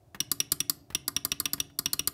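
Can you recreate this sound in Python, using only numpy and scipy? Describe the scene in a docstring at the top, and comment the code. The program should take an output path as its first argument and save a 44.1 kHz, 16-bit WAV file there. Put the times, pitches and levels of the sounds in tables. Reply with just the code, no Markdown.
"""A small room, close on a hand-held sheet-metal box: a thumb works its spring-loaded button ten times.
The contact snaps with a ringing click going down and a brighter, drier one coming up. Each snap
knocks the panel and thumps the box, and each release leaves the coil spring sizzling faintly.
Now and then the thumb taps the plunger. A short room tail and a low room tone sit behind it all."""
import sys
import numpy as np
from scipy import signal
from scipy.fft import rfft, irfft
from scipy.io import wavfile

SR = 44100
rng = np.random.default_rng(int(sys.argv[2]) if len(sys.argv) > 2 else 0)


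def master(y):
    """Save y as 16-bit WAV."""
    cut = np.clip(np.atleast_2d(y).T, -1, 1)
    pcm = np.round(cut * 32767)  # scale
    wavfile.write(sys.argv[1], SR, pcm.astype(np.int16))


N = 94021
AGE = np.arange(SR // 4) / SR   # seconds since a blow


def from_db(db):
    """Decibels to gain."""
    return 10 ** (np.asarray(db) / 20)


def at_hz(points, hz):
    """Read a curve on a log-frequency axis."""
    point_hz, value = np.transpose(points)
    return np.interp(np.log(np.maximum(hz, 1)), np.log(point_hz), value)


def at_level(x, db):
    """Scale a blow so that its energy, packed into 10 ms, has this rms level."""
    return x * from_db(db) / np.sqrt(np.sum(x ** 2) / (SR / 100))


def add(out, start_s, sound):
    """Mix a sound in at a time."""
    i = max(int(start_s * SR), 0)
    out[i:i + len(sound)] += sound[:N - i]


def noise(colour, size):
    """Noise of the given colour, rms 1."""
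    hz = np.arange(size // 2 + 1) * SR / size
    phases = np.exp(2j * np.pi * rng.random(len(hz)))
    x = irfft(from_db(at_hz(colour, hz)) * phases, size)
    return x / x.std()


def envelope(rise_s, t60, hold_s=0):
    """A linear attack on an exponential decay that starts at hold_s."""
    return np.minimum(AGE / rise_s, 1) * from_db(-60 * np.maximum(AGE - hold_s, 0) / t60)


def ring(modes, rise_s, detune=.002, hold_s=0):
    """One blow on a set of modes; strength, pitch and phase vary a little from blow to blow."""
    out = 0
    for hz, db, t60 in modes:
        gain = from_db(db + 1.1 * rng.normal())
        pitch_hz = hz * (1 + detune * rng.normal())
        phase = .85 * rng.normal()
        out += gain * envelope(rise_s, t60, hold_s) * np.sin(2 * np.pi * pitch_hz * AGE + phase)
    return out


# colour of the room tone: (frequency [Hz], relative density [dB])
ROOM_TONE_COLOUR = [(20, -29.5), (60, -9.5), (131, 0), (179, -25), (355, -12), (461, -26), (700, -14),
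                    (822, -26.5), (1760, -40.5), (7470, -43), (16000, -45)]

def room_tone():
    """A steady bed of low rumble with a trace of hiss."""
    return from_db(-59) * noise(ROOM_TONE_COLOUR, N)


# colour of the reverb: (frequency [Hz], gain [dB])
REVERB_COLOUR = [(150, -7.5), (300, -4), (480, -13), (700, -9), (1200, -13), (2100, -16), (2850, -14),
                 (3600, -20.5), (4600, -20), (5750, -21), (7000, -21), (12300, -18.5), (15500, -28)]
# length of the reverb: (frequency [Hz], t60 [s])
REVERB_DECAY = [(150, 0.66), (1000, 0.28), (3000, 0.32), (6000, 0.33), (14000, 0.1)]

def reverb(send, onset_s=.001):
    """The walls return a diffuse tail, each band with its own level and decay."""
    t, tail = np.arange(SR // 2) / SR, 0
    edges_hz = np.linspace(7, 130, 34) ** 2
    for low, high in zip(edges_hz, edges_hz[1:]):
        hz = np.sqrt(low * high)
        bandpass = signal.butter(2, [low, high], "band", fs=SR, output="sos")
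        band = signal.sosfilt(bandpass, rng.standard_normal(len(t)))
        band *= np.minimum(t / onset_s, 1) ** 2 * from_db(-60 * t / at_hz(REVERB_DECAY, hz))
        to_unity = np.sqrt(2 * (high - low) / SR / np.sum(band ** 2))
        tail += band * to_unity * from_db(at_hz(REVERB_COLOUR, hz))
    return signal.fftconvolve(send, tail)[:N]


def spring_sizzle(releases, centre_hz=12900, half_width_hz=610):
    """Set free at each release, the coil spring sizzles on, well under the click's treble."""
    out, hz = np.zeros(N), np.fft.rfftfreq(len(AGE), 1 / SR)
    rolloff = np.hypot(1, ((hz - centre_hz) / half_width_hz) ** 2)
    for start_s, _, treble_db, _, _ in releases:
        coils = irfft(rfft(rng.standard_normal(len(AGE))) / rolloff, len(AGE))
        add(out, start_s, at_level(coils * envelope(rise_s=.02, t60=.3), treble_db - 35.5))
    return out


# the thumb meets the plunger: (time [s], level [dB])
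THUMB_TAPS = [(0.1458, -32), (0.155, -47), (0.902, -35), (0.923, -43.5), (1.579, -39.5), (1.699, -50.5)]
# colour of a tap: (frequency [Hz], relative density [dB])
THUMB_COLOUR = [(100, 23), (400, 5.5), (1700, 9.5), (3500, 1), (7000, -9.5), (16000, -6)]

def thumb_taps():
    """Dull little taps as the plunger takes up its slack."""
    out = np.zeros(N)
    for start_s, db in THUMB_TAPS:
        tap = noise(THUMB_COLOUR, len(AGE)) * envelope(rise_s=.0014, t60=.047)
        add(out, start_s, from_db(db) * tap)
    return out


# knock of the sheet-metal panel: (frequency [Hz], relative level [dB])
KNOCK_MODES = [(690, -11), (1050, -4), (1189, 2), (1260, -5), (1437, -2), (1660, -5), (1860, -6),
               (2130, -8)]
# thump of the box: (frequency [Hz], relative level [dB], t60 [s])
THUMP_MODES = [(125, -7, .06), (160, -2, .08), (230, 1, .04), (288, 2, .075), (375, -3, .045)]
# the box rocks in the hand: (frequency [Hz], relative level [dB], t60 [s])
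ROCK_MODE = [(88.5, 0, 0.039)]
# it rocks more once the grip eases: (time [s], level [dB])
ROCK_LEVEL = [(0.7, -60.5), (1.05, -47)]

def box_body(start_s, knock_db, thump_db, rise_s=.0025, panel_t60=.045, grip_detune=.025):
    """The weight under a click: the panel knocks, the box thumps and rocks in the hand."""
    knock = ring([(hz, db, panel_t60) for hz, db in KNOCK_MODES], rise_s)
    thump = ring(THUMP_MODES, rise_s, grip_detune)
    rock = ring(ROCK_MODE, rise_s=.01, detune=grip_detune)
    rock_db = np.interp(start_s, *np.transpose(ROCK_LEVEL))
    return at_level(knock, knock_db + 3) + at_level(thump, thump_db + 8.5) + at_level(rock, rock_db)


def contact_snaps(cues, modes, crack_colour, crack_db, crack_t60, rise_s):
    """The contact chatters, cracks, rings and jolts the box. Returns direct sound and reverb send."""
    chatter_s, body_lag_s = .0015, .001298
    crossover_hz, treble_fade_db_per_s = 5000, 520
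    lowpass = signal.butter(3, crossover_hz, "low", fs=SR, output="sos")
    highpass = signal.butter(3, crossover_hz, "high", fs=SR, output="sos")
    direct, send = np.zeros((2, N))
    for start_s, ring_db, treble_db, knock_db, thump_db in cues:
        # the crack stands for the dense, quickly dying modes of the small parts
        crack = from_db(crack_db) * noise(crack_colour, len(AGE)) * envelope(rise_s, crack_t60, chatter_s)
        tone = ring(modes, rise_s, hold_s=chatter_s)
        body = box_body(start_s, knock_db, thump_db)
        for bus, tone_db in ((direct, 0), (send, -4)):   # less of the ring reaches the room
            click = crack + from_db(tone_db) * tone
            low = signal.sosfilt(lowpass, click)
            treble = signal.sosfilt(highpass, click) * from_db(-treble_fade_db_per_s * AGE)
            add(bus, start_s, at_level(low, ring_db - 11) + at_level(treble, treble_db - 5))
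            add(bus, start_s + body_lag_s, body)
    return np.array([direct, send])


# downstrokes, levels relative within each layer: (time [s], ring [dB], treble [dB], knock [dB], thump [dB])
DOWN_CUES = [(0.203, -16.5, -19.5, -50, -47.5), (0.4017, -15, -17.5, -50.5, -48),
             (0.603, -18, -18.5, -51, -48), (0.9483, -16, -19.5, -48.5, -48),
             (1.164, -14.5, -20.5, -45.5, -46.5), (1.3172, -15, -22.5, -45, -48.5),
             (1.4551, -16, -22.5, -44, -48.5), (1.6006, -16.5, -20.5, -49, -49.5),
             (1.8579, -15, -21, -48, -47), (1.9927, -17, -20.5, -49.5, -48)]
# ring of the switch going down: (frequency [Hz], relative level [dB], t60 [s])
DOWN_MODES = [(2132, -19, .025), (2680, -7, .032), (2907, -6, .034), (3250, -11, .036), (3499, -2, .027),
              (3740, -8, .027), (4107, -15, .025), (4385, -12, .028), (5040, -18, .03), (5550, -4, .024),
              (5700, 1, .03), (8130, -14, .018), (9000, -15, .034), (9260, -10, .034), (10250, -12, .016),
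              (10900, -11, .018), (11633, -14, .02), (12200, -15, .016), (13580, -13, .016),
              (14669, -16, .016)]
# colour of its crack: (frequency [Hz], relative density [dB])
DOWN_CRACK = [(300, -12.5), (600, -17), (1600, -8.5), (2700, 0), (3600, -4), (5700, -2.5), (6800, -8.5),
              (12500, -7.5), (16000, -4)]

def button_down():
    """The contact snaps down under the thumb with a ringing click."""
    return contact_snaps(DOWN_CUES, DOWN_MODES, DOWN_CRACK, crack_db=-5.5, crack_t60=.032, rise_s=.0012)


# upstrokes, levels relative within each layer: (time [s], ring [dB], treble [dB], knock [dB], thump [dB])
UP_CUES = [(0.3148, -19.5, -17, -42, -45.5), (0.5183, -17.5, -15.5, -43, -45.5),
           (0.6959, -17.5, -16.5, -44.5, -48), (1.0788, -22.5, -20, -40, -48.5),
           (1.2488, -22.5, -19.5, -41.5, -48.5), (1.3996, -22, -20.5, -41.5, -49),
           (1.5327, -22, -20, -42.5, -46.5), (1.7882, -20.5, -20, -43, -47.5),
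           (1.9314, -17.5, -19.5, -43.5, -49), (2.0734, -19, -17, -41, -49.5)]
# ring of the switch coming up: (frequency [Hz], relative level [dB], t60 [s])
UP_MODES = [(3499, -14, .024), (3741, -15, .024), (4107, -9, .022), (4375, -1, .029), (4895, -3, .031),
            (5090, -11, .026), (5630, -6, .025), (6115, -16, .036), (7030, -7, .028), (7450, -9, .024),
            (7820, -15, .06), (8170, -3, .018), (9200, -11, .04), (10212, -7, .022), (11192, 2, .016),
            (11644, 1, .021), (12333, -3, .024), (12958, -6, .028), (13550, -1, .018), (14158, -6, .016)]
# colour of its crack: (frequency [Hz], relative density [dB])
UP_CRACK = [(300, -5), (700, -21), (1700, -6.5), (2700, -9), (4500, 3.5), (6300, -1.5), (7500, 5),
            (12500, 5.5), (16000, 0)]

def button_up():
    """The contact springs back with a brighter, drier click."""
    return contact_snaps(UP_CUES, UP_MODES, UP_CRACK, crack_db=.5, crack_t60=.04, rise_s=.0014)


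def scene():
    """The button up front, the room behind it, in mono."""
    direct, send = button_down() + button_up() + thumb_taps()
    return (direct + spring_sizzle(UP_CUES) + reverb(send) + room_tone())[None]


def record(dry, low_cut_hz=48, high_cut_hz=15600):
    """The microphone drops the deep bass; a steep filter cuts the top."""
    x = signal.sosfilt(signal.butter(4, low_cut_hz, "high", fs=SR, output="sos"), dry)
    return signal.sosfilt(signal.ellip(8, .5, 70, high_cut_hz, fs=SR, output="sos"), x)


dry = scene()
out = record(dry)
master(out)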